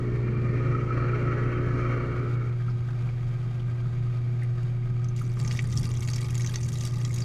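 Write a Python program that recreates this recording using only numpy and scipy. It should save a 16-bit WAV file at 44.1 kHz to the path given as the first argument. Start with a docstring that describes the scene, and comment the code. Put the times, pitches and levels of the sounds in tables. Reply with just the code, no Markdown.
"""A top-loading washer, heard from just above its open tub: the motor pulls the drum up to speed, buzzing
and grinding, until the drive lets go and the drum coasts, rumbling and knocking, over a hum at twice the mains.
Tones make the hum, the buzz, the rotor's shake and the singing chirps; shaped noise makes most of the rest.
Water drips in and grows to a jet: bursts of noise spatter on the laundry, swell with each turn and ring the tub."""
import sys
import numpy as np
from scipy import signal
from scipy.fft import rfft, irfft, next_fast_len
from scipy.io import wavfile
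from scipy.ndimage import map_coordinates

SR = 44100
rng = np.random.default_rng(int(sys.argv[2]) if len(sys.argv) > 2 else 0)


def digitize_waveform(pressure):
    """Quantize a signal to 16-bit integers and store it at the path in sys.argv[1].

    Rows of a 2-D input are taken as channels; values are limited to [-1, 1].
    """
    field = np.atleast_2d(pressure).T
    bounded = np.clip(field, -1, 1)
    quanta = np.round(bounded * 32767).astype(np.int16)
    wavfile.write(sys.argv[1], SR, quanta)


N = 319284

MAINS_HZ = 60
SPIT_S, OPEN_S = 5.16, 5.385  # the inlet first spits weakly, then opens fully
# the gears' whine climbs unevenly as the drum starts, then fades into their rasp: t/s, f/Hz, level/dB
GEAR_WHINE = [(0.0, 1270, -45), (0.1, 1267, -71), (0.35, 1215, -57), (0.58, 1252, -46), (0.82, 1281, -48),
              (1.13, 1305, -46.5), (1.25, 1295, -43.5), (1.55, 1303, -47), (1.82, 1290, -45.5),
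              (2.25, 1320, -50), (2.5, 1314, -54)]
# standing waves of the tub: f/Hz, width/Hz, lift/dB
TUB_MODES = [(892, 26, 8), (1194, 80, 11), (1350, 76, -14.5), (1394, 69, -2.5), (1925, 81, 6),
             (2230, 160, 4.5), (2770, 70, 4.5), (3000, 140, -9), (3280, 180, 3), (3470, 87, -5),
             (4270, 290, -10), (4573, 51, 8), (6330, 370, 1.5), (7660, 260, -2), (8770, 490, -7.5),
             (10030, 590, -7.5)]


def amp(db):
    """Decibels to gain."""
    return 10 ** (np.asarray(db) / 20)


def unit(x):
    """Scale to rms 1."""
    return x / np.sqrt(np.mean(x ** 2) + 1e-20)


def since(s):
    """Seconds after the moment s for every sample, negative before it."""
    return np.arange(N) / SR - s


def curves(rows):
    """One value per sample for each column after the time."""
    s, *cols = np.transpose(rows)
    return [np.interp(np.arange(N) / SR, s, c) for c in cols]


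def wobble(rate):
    """A smooth random curve, rate knots a second."""
    knots = rng.standard_normal(int(N * rate / SR) + 4)
    fine = np.arange(0, len(knots), 1 / 8)
    return np.interp(np.arange(N) * rate / SR, fine, map_coordinates(knots, [fine]))


def filtered(x, response):
    """x times a response of frequency."""
    m = next_fast_len(len(x) + 8192)  # room for the filter to ring out
    return irfft(rfft(x, m) * response(np.fft.rfftfreq(m, 1 / SR)), m)[:len(x)]


def coloured(x, points):
    """x through a spectrum of (f/Hz, level/dB) points, joined on a log frequency scale."""
    f, db = np.transpose(points)
    return filtered(x, lambda hz: amp(np.interp(np.log(hz + 1), np.log(f), db)))


def bandpass(f, centre, width):
    """Complex response of one resonance, 1 at its centre."""
    return 1j * f * width / (centre * centre - f * f + 1j * f * width)


def resonate(x, modes):
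    """x through steep resonances (f/Hz, width/Hz, level/dB), each applied twice."""
    return filtered(x, lambda f: sum(amp(db) * bandpass(f, c, w) ** 2 for c, w, db in modes))


def with_rings(x, modes):
    """Standing waves lift or sink narrow bands (f/Hz, width/Hz, lift/dB); lifted ones ring on."""
    def response(f):
        gain = 1
        for c, w, db in modes:
            gain = gain * (1 + (amp(db) - 1) * bandpass(f, c, w))
        return gain
    return filtered(x, response)


def whine(hz, width):
    """A fuzzy tone of rms 1, about width Hz wide, that can glide."""
    angle = 2 * np.pi * np.cumsum(hz * np.ones(N)) / SR
    return unit(wobble(width) * np.cos(angle) + wobble(width) * np.sin(angle))


def mains_lines(lines, waver_db, drift):
    """Multiples of the mains frequency with spread phases, each wavering in level and phase (drift/rad)."""
    angle = 2 * np.pi * MAINS_HZ * np.arange(N) / SR
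    total = 0
    for k, db in lines:
        level = amp(db + waver_db * wobble(14))
        total = total + level * np.sin(round(k) * angle + round(k) ** 2 + drift * wobble(9.0))
    return np.sqrt(2) * total


def taps(rows, t60, width_share):
    """Short bursts of noise, each gathered round its own pitch and dying by 60 dB in t60 seconds."""
    out, t = np.zeros(N + SR), np.arange(SR // 8) / SR
    for s, db, hz in rows:
        ring = unit(resonate(rng.standard_normal(len(t)), [(hz, hz * width_share, 0)]))
        attack = 1 - np.exp(-t / .001)
        out[round(s * SR):][:len(t)] += amp(db - 60 * t / t60) * attack * ring
    return out[:N]


def hum():
    """The windings hum at even multiples of the mains; the rotor shakes the tub once a turn."""
    # level of the hum before a small fixed lift: t/s, level/dB
    hum_levels = [(0.0, -29), (0.68, -25), (0.83, -28.5), (1.05, -26.0), (1.75, -28), (1.95, -26),
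                  (2.11, -31), (2.3, -27), (2.6, -26.5), (3.1, -28.5), (3.57, -28.5), (3.75, -27.5),
                  (4.5, -26.5), (5.7, -28.5), (6.3, -28.5), (6.45, -26), (6.55, -28.5), (7.2, -28)]
    # the hum and its overtones: multiple of the mains, relative level/dB
    hum_lines = [(2, -1), (4, -31.5), (6, -24.5)]
    hum_db, = curves(hum_levels)
    windings = amp(hum_db + 1.0) * mains_lines(hum_lines, waver_db=0.53, drift=0.038)
    shaft_hz = 29.6 + 3 * wobble(8.3)
    shake = np.sqrt(2) * np.sin(2 * np.pi * np.cumsum(shaft_hz) / SR)
    return windings + amp(-46 + 2 * wobble(4.4)) * shake


def plops():
    """Once the jet runs fully, it traps bubbles in the folds of the laundry that plop at scattered pitches."""
    rate = 28  # bubbles a second
    times = np.arange(OPEN_S + 1 / rate, N / SR, 1 / rate)
    late, size, pitch = np.clip(rng.standard_normal((len(times), 3)).T, -2, 2)
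    rows = zip(times + 0.36 * late / rate, -46.5 + 2.9 * size, 1880 * np.exp(0.286 * pitch))
    return taps(rows, t60=0.043, width_share=0.085)


def splats(rows, life_s, pocket_db):
    """Water slaps cloth: each burst has a dull body, fine mist and pitched air pocket, and echoes in the tub."""
    reference_hz, length_power = 6040, .45  # lower splats ring longer than those at this pitch
    pocket_octaves, colour_db, colour_hz = 0.12, 2.5, 649  # pocket width; depth and spacing of own peaks and dips
    out, t = np.zeros(N + SR), np.arange(SR // 12) / SR
    attack = (1 - np.exp(-t / 0.0011)) ** 2
    for s, db, hz, body_db, mist_db in rows:
        tail_spread = np.exp(0.18 * rng.standard_normal())
        t60 = life_s * (reference_hz / hz) ** length_power * tail_spread
        fragments, peaks = rng.standard_normal((2, 56))
        # each splat breaks into fragments
        grain_db = 2 * np.interp(t, np.linspace(0, t[-1], len(fragments)), fragments)
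        shape = amp(-60 * t / t60 + grain_db) * attack
        spectrum = [(400, body_db - 8), (1200, body_db - 10), (2200, body_db - 0.5), (3900, -0.75),
                    (6500, -0.052), (9000, mist_db + 7.0), (11500, mist_db - 0.5), (15000, mist_db - 13)]
        slap = coloured(rng.standard_normal(len(t)), spectrum)

        def pocket_and_colour(f):
            octaves_off = np.log2((f + 1) / hz)
            pocket = pocket_db * np.exp(-.5 * (octaves_off / pocket_octaves) ** 2)
            colour = colour_db * np.interp(f / colour_hz, np.arange(len(peaks)), peaks)
            return amp(pocket + colour)

        burst = shape * filtered(slap, pocket_and_colour)
        # the level is set by the first 7 ms
        out[round(s * SR):][:len(t)] += amp(db - 1) * burst / np.std(burst[t < .007])
    echo = rng.standard_normal(len(t)) * amp(-60 * t / 0.067) * (1 - np.exp(-t / 0.0028))
    echoed = signal.fftconvolve(out, echo / np.linalg.norm(echo))[:N]
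    return with_rings(out[:N] + amp(-9.5) * echoed, TUB_MODES)


def slaps():
    """Drips, then slugs of water slap the cloth and burst over trapped pockets of air."""
    # single drips and slugs: t/s, relative level/dB, pitch f/Hz, body level/dB, mist level/dB
    slugs = [(4.4318, -52.5, 9330, 10.5, -8), (4.6294, -55.5, 7050, 4, -12), (5.0427, -50.5, 6170, -5, -19),
             (5.0853, -49.5, 6360, -13, -15), (5.1622, -49, 6680, 0, -10), (5.177, -50.5, 5610, 0, -16),
             (5.1884, -49.5, 2270, 5, -6), (5.2155, -51.5, 10900, 7, -1), (5.2455, -59.5, 6800, 0, -8),
             (5.3712, -57.5, 2110, 8, -4), (5.384, -59, 4580, 4, -9), (5.3905, -49.5, 8150, -3, -10.5),
             (5.3978, -43, 4600, 2, -9.5), (5.4112, -48, 6990, -9, -12), (5.4465, -42.5, 6540, 4, -18),
             (5.4505, -51, 7120, -2, -16), (5.4755, -39, 6400, -3, -17), (5.5092, -38, 4400, 6, -24.5),
             (5.514, -43, 2390, 6.5, -14.5), (5.525, -42.5, 6540, -8, -13.5), (5.5355, -47, 4590, 3, -8),
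             (5.5603, -46, 3340, -2, -13.5), (5.5713, -42, 4640, 3, -20.5), (5.5892, -32.5, 2510, 7, -24.5),
             (5.7175, -52, 3500, -5, -9.5), (5.7246, -41.5, 3380, -6, -21), (5.7653, -46, 5490, -1, -15),
             (5.7725, -32, 5450, -13, -16), (5.7833, -43, 6400, -8, -9), (5.7945, -45.5, 10000, -11, -2),
             (5.8137, -51, 5600, -4, -9.5), (5.8297, -43, 5340, -2, -11), (5.841, -46, 4600, -5, -17),
             (5.8525, -39.5, 4640, -2.5, -14.5), (5.9135, -46, 6350, 5, -18.5),
             (5.9704, -46, 6380, -12, -17), (6.0048, -43.5, 6410, -18, -6), (6.0213, -46, 2110, 5, -9),
             (6.0277, -43.5, 2250, -5.5, -11.5), (6.0472, -50, 6660, -5.5, -16),
             (6.0745, -41.5, 7080, 1, -17), (6.085, -37.5, 4590, 8.5, -12.5),
             (6.0995, -40, 4620, -11, -3.5), (6.1115, -46, 6200, 0, -11.5), (6.133, -36.5, 6170, -1, -20),
             (6.143, -44, 7000, -5, -13.5), (6.1585, -37, 5400, -4, -15), (6.1799, -43.5, 4770, 7, -18.5),
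             (6.203, -51, 1850, 5, -22), (6.2138, -43.5, 7060, 0, -9.5), (6.2434, -44.5, 2260, -5, -18.5),
             (6.284, -51.5, 1650, 17, -19), (6.3038, -44, 6260, 1, -5), (6.344, -44.5, 6420, -1, -7),
             (6.3515, -39, 7200, 5, -10), (6.3774, -39, 6340, -6, -8), (6.3955, -44, 2110, 6, -7),
             (6.407, -42, 5600, -2, -14), (6.417, -40, 6300, -4.5, -17.5), (6.4438, -40.5, 6450, 7, -14),
             (6.4612, -36, 5700, -4, -18), (6.472, -38.5, 6100, -8, -22), (6.4955, -45, 3280, 0, -14.5),
             (6.539, -38.5, 3840, 7, -15.5), (6.557, -32, 6300, 5, -16), (6.6089, -47.5, 5730, -4, -14),
             (6.6295, -41.5, 6500, -23, -22), (6.6445, -47.5, 6310, -12, -8.5), (6.66, -49, 6590, -7, -7.5),
             (6.686, -40.5, 6400, -5, -7), (6.7281, -43.5, 6170, -12, -13), (6.736, -48, 4400, -4.5, -4),
             (6.7535, -43.5, 3930, 0, -14), (6.7715, -48.5, 7500, -6, -8), (6.785, -44.5, 6520, -9, -6.5),
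             (6.8068, -39, 6400, -14, -15), (6.8349, -42, 6130, -7, -17), (6.8499, -36.5, 5800, -4.5, -8),
             (6.8625, -43.5, 7200, -2, -9.5), (6.8728, -41, 5980, -7, -10.5), (7.0125, -46.5, 5780, 6, -14),
             (7.0344, -58, 6410, 1, -2), (7.0487, -36.5, 7250, 2.5, -20.5), (7.1405, -40, 6400, -16, -2),
             (7.1596, -42, 6330, -10, -8), (7.1826, -41, 5530, 0, -8.5), (7.2035, -42, 6360, 0, -14.5),
             (7.2195, -40, 4900, -7, -15)]
    return splats(slugs, life_s=0.02, pocket_db=9)


def jet():
    """The jet breaks into drops over a faint fizz, swelling once per drum turn; its weight drums on the tub wall."""
    # spectrum of the fizz: f/Hz, relative level/dB
    spray_colour = [(300, -7), (600, 15.5), (1000, -1), (2000, 8), (3000, -9), (4200, -3), (5500, -1),
                    (7000, -0.5), (8500, -11), (11500, -6), (15000, -23)]
    turn_hz, crest_s = 2.92, 6.2  # drum turns a second; a moment when the laundry meets the jet most fully
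    drop_rate = 125  # small drops a second between the slugs

    def opened(s):
        return np.clip(since(s) / 0.039 + .5, 0, 1)

    turn = amp(1.5 * np.cos(2 * np.pi * turn_hz * since(crest_s)))
    flow = np.maximum(amp(-7) * opened(SPIT_S), opened(OPEN_S))

    times = np.arange(SPIT_S, N / SR, 1 / drop_rate)
    late, size, pitch, body, mist = rng.standard_normal((len(times), 5)).T
    drop_s = times + .4 * late / drop_rate
    drop_db = -52.5 + 3 * np.minimum(size, 1.5)
    drop_rows = zip(drop_s, drop_db, 6200 * np.exp(.4 * pitch), -2 + 5 * body, -10 + 4 * mist)
    drops = splats(drop_rows, life_s=0.02, pocket_db=11)

    fizz = rng.standard_normal(N) * amp(5.5 * wobble(260))
    # the fizz grows by 2.5 dB a second while the stream breaks up unevenly
    spray_db = -59.5 + 2.5 * since(OPEN_S) + 0.5 * wobble(25)
    spray = amp(spray_db) * unit(with_rings(coloured(fizz, spray_colour), TUB_MODES))

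    wall_modes = [(435, 164, -3.0), (852, 41, -1.5), (1088, 89, -4.0), (1197, 100, 1.0)]
    wall = unit(resonate(rng.standard_normal(N) * amp(1.9 * wobble(22)), wall_modes))
    wall_db = -52.5 - 2 * since(OPEN_S)  # less as the laundry soaks
    return turn * (flow * (drops + spray) + opened(OPEN_S) * amp(wall_db) * wall)


def knocks():
    """The load knocks and brushes softly against the drum in short pitched bursts."""
    # single knocks: t/s, relative level/dB, pitch f/Hz
    knock_rows = [(2.5986, -41, 1545), (2.6785, -36.5, 1290), (2.7, -51, 4750), (2.7953, -52, 1260),
                  (2.8848, -39, 1530), (2.9284, -41, 1290), (3.0734, -39, 1300), (3.088, -44, 2300),
                  (3.1704, -46, 1660), (3.2921, -48, 1280), (3.5964, -48, 3220), (3.8189, -45.5, 1390),
                  (3.8547, -42, 1260), (3.9661, -45, 2250), (4.0599, -45, 1230), (4.4215, -36.5, 1950),
                  (4.5827, -43, 1620), (4.8239, -48, 2200), (4.8646, -52, 2140), (5.213, -36.5, 1220),
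                  (5.369, -39, 1200)]
    return amp(-3.5) * taps(knock_rows, t60=0.078, width_share=0.2)


def drum():
    """The loaded drum rumbles and booms, and rubs with an uneven grain that rings the gear case in patches."""
    # the load shifts and the tub booms: t/s, level/dB
    boom_rows = [(2.66, -39), (2.81, -42), (3.0, -42), (3.46, -43), (3.89, -38), (5.27, -36.5),
                 (5.46, -34.5), (5.65, -35.5), (5.82, -30.5)]
    # spectra of the rumble and of the rubbing: f/Hz, relative level/dB
    rumble_colour = [(15, -8.5), (29, -2.5), (42, -5), (60, -11), (88, 3.5), (115, -2), (145, 6), (180, -5),
                     (240, -10.5), (320, -19), (450, -24.5), (900, -56.5), (3000, -100)]
    rub_colour = [(150, -8.5), (400, 2), (550, -0.5), (750, 0), (930, -6.5), (1250, -5), (1600, -9.5),
                  (1780, -12), (2350, -12), (3000, -15), (4700, -19.5), (7000, -24.5), (10000, -31.5),
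                  (15000, -39.5)]
    # resonances of the drum's shell: f/Hz, width/Hz, lift/dB
    shell_modes = [(1212, 85, 5.5), (1530, 240, 4), (1920, 160, 6.5), (2200, 320, 1.5), (2770, 140, 3.5),
                   (3220, 130, 5.5), (3700, 180, 4), (4650, 270, 5), (6500, 250, 4), (7000, 220, 2)]

    wet = np.clip(since(SPIT_S) / 0.52, 0, 1)  # it rumbles more once water runs in
    rolling = amp(-38.5 + 3.5 * wet + 0.5 * wobble(9.7))
    booms = sum(amp(db) * np.exp(-.5 * (since(s) / 0.057) ** 2) for s, db in boom_rows)
    rumble = np.hypot(rolling, booms) * unit(coloured(rng.standard_normal(N), rumble_colour))

    after_peak = since(3.86)
    rub_db = -50.5 + np.minimum(0.77 * after_peak, -2.04 * after_peak)  # dB a second up, then down
    grain = rng.standard_normal(N) * amp(1.16 * wobble(24) + 1.45 * wobble(220))
    rub = unit(with_rings(coloured(grain, rub_colour), shell_modes))
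    case_modes = [(1255, 55, -1.5), (1591, 72, -8.5), (2280, 440, -12.5)]
    patches = sum(amp(2.2 * wobble(14)) * resonate(grain, [mode]) for mode in case_modes)
    return rumble + amp(rub_db) * (rub + amp(-9.5) * unit(patches))


def chirps():
    """As the drum is dragged up to speed, the drive sticks and slips; each catch makes the gear whine sing out."""
    # single catches: t/s, relative peak level/dB
    catches = [(0.663, -31), (0.723, -27), (0.7477, -28), (0.7811, -28.5), (0.813, -30.5), (0.832, -29),
               (0.873, -33.5), (0.9053, -23.5), (0.9727, -36), (0.9981, -32), (1.0214, -26),
               (1.0495, -27.5), (1.0884, -31), (1.1308, -26)]
    out, t = np.zeros(N + SR), np.arange(SR // 10) / SR
    swell = (1 - np.exp(-t / 0.002)) ** 2 * amp(-60 * t / 0.067)  # swells fast, then rings on
    for s, db in catches:
        out[round(s * SR):][:len(t)] += amp(db - 4) * swell / swell.max()
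    whine_hz, _ = curves(GEAR_WHINE)
    return out[:N] * np.sin(2 * np.pi * np.cumsum(whine_hz + 16 * wobble(39.93)) / SR)


def motor():
    """Under load the motor buzzes, shakes the cabinet and grinds its gears in time with the torque ripple."""
    # the drive, before each layer's own offset: t/s, load level/dB, rasp level/dB
    drive = [(0.0, -36, -50.5), (0.42, -37.5, -51.5), (0.6, -36, -45.5), (0.78, -35, -46),
             (0.86, -34.5, -49), (0.95, -36, -44), (1.2, -35, -43), (1.5, -35, -45), (1.93, -34.5, -43.5),
             (2.25, -38, -50), (2.5, -46.5, -53.5)]
    # lines of the loaded motor, and lines that follow the rasp: multiple of the mains, relative level/dB
    motor_lines = [(1, -0.5), (3, -6.5), (4, -11), (5, -10.5), (6, -2), (7, -12.5), (8, -16.5)]
    gear_lines = [(8, -13.5), (9, -15.5), (10, -21.5), (11, -22.5), (14, -24), (16, -23.5), (22, -21)]
    # gear resonances, most swelling and two sinking, each round its own moment:
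    # f/Hz, width/Hz, relative level/dB, moment t/s, swell (or, if negative, dip) level/dB
    gear_modes = [(551, 153, 1, 1.65, 3), (1131, 73, 4, 0.46, 1.5), (1232, 114, 5, 1.78, 5),
                  (1378, 164, 4, 2.15, 4), (1496, 130, -5, 1.6, 7.5), (1706, 110, -3.5, 1.3, 6),
                  (1825, 89, -4.5, 0.3, 12.5), (1923, 140, -1.5, 2.8, 4.5), (2137, 290, -3.5, 0.56, 5),
                  (2236, 120, -0.5, 2.1, 6.5), (2366, 64, -1.5, 0.54, 7.5), (2570, 66, -8, 0.7, 1),
                  (2778, 140, -10, 1.7, 1), (3115, 72, -10.5, 1.7, 1.5), (4230, 550, -19.5, 1.5, -3),
                  (5700, 1900, -28, 1.6, -0.5)]
    # spectrum of the shaken cabinet: f/Hz, relative level/dB
    cabinet_colour = [(40, -25), (62, -10.5), (85, -3.5), (110, -2.5), (145, 5), (180, -10), (280, 2.5),
                      (335, -1), (375, -14), (420, 4), (480, -15), (560, -16), (750, -26), (1000, -21),
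                      (1600, -54.5), (4000, -91.5)]
    # the shaft beats against the hum: f/Hz, width/Hz, level over the load/dB
    throb_tones = [(89.7, 9, -10.5), (145.1, 12, -4.5)]

    load_db, rasp_db = curves(drive)
    whine_hz, whine_db = curves(GEAR_WHINE)
    t = np.arange(N) / SR
    ripple = np.sin(2 * np.pi * 2 * MAINS_HZ * t)
    shaft = np.sin(2 * np.pi * 27 * t + 1.0 * wobble(3.6))  # the gears are loaded unevenly as the shaft turns
    pressure = amp(2.0 * ripple + 0.56 * shaft + 1.4 * wobble(80))

    whirr = amp(whine_db) * unit(whine(whine_hz, 36) * amp(2.4 * shaft + 0.8 * wobble(120)))

    rasp = 0
    for hz, width, db, moment_s, change_db in gear_modes:
        change = amp(change_db * np.exp(-.5 * (since(moment_s) / 0.3) ** 2) + 1.8 * wobble(5.84))
        teeth = rng.standard_normal(N) * pressure
        rasp = rasp + change * resonate(teeth, [(hz, width, db)])
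    rasp = amp(rasp_db + 3.5 + 0.52 * wobble(18)) * unit(rasp)

    shake = amp(load_db - 1.5) * unit(coloured(rng.standard_normal(N) * amp(2.0 * shaft), cabinet_colour))
    throb = sum(amp(load_db + db) * whine(hz, width) for hz, width, db in throb_tones)
    # the cabinet booms while the drum is slow: dB a second up, then down
    groan_db = -37.5 + np.minimum(26 * since(0.29), -22.5 * since(0.29))
    groan = amp(groan_db) * whine(215, 30)
    buzz = amp(load_db - 4.0) * mains_lines(motor_lines, waver_db=1.5, drift=0.13)
    gear_buzz = amp(rasp_db + 6.5) * mains_lines(gear_lines, waver_db=2.5, drift=0.24)

    # buzz and throb sink first as the motor is unloaded, then the drive lets go: dB a second
    unload = amp(-40 * np.maximum(since(2.29), 0))
    release = amp(-190 * np.maximum(since(2.52), 0))
    return release * (whirr + rasp + shake + groan + gear_buzz + unload * (throb + buzz))


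def scene():
    """Machine and water together at one microphone, in one channel."""
    water = plops() + slaps() + jet()
    machine = hum() + knocks() + drum() + chirps() + motor()
    return (water + machine)[None]


def record(dry):
    """The microphone channel keeps nothing from its band limit of 15200 Hz upward."""
    return np.array([filtered(x, lambda hz: hz < 15200) for x in dry])


dry = scene()
out = record(dry)
digitize_waveform(out)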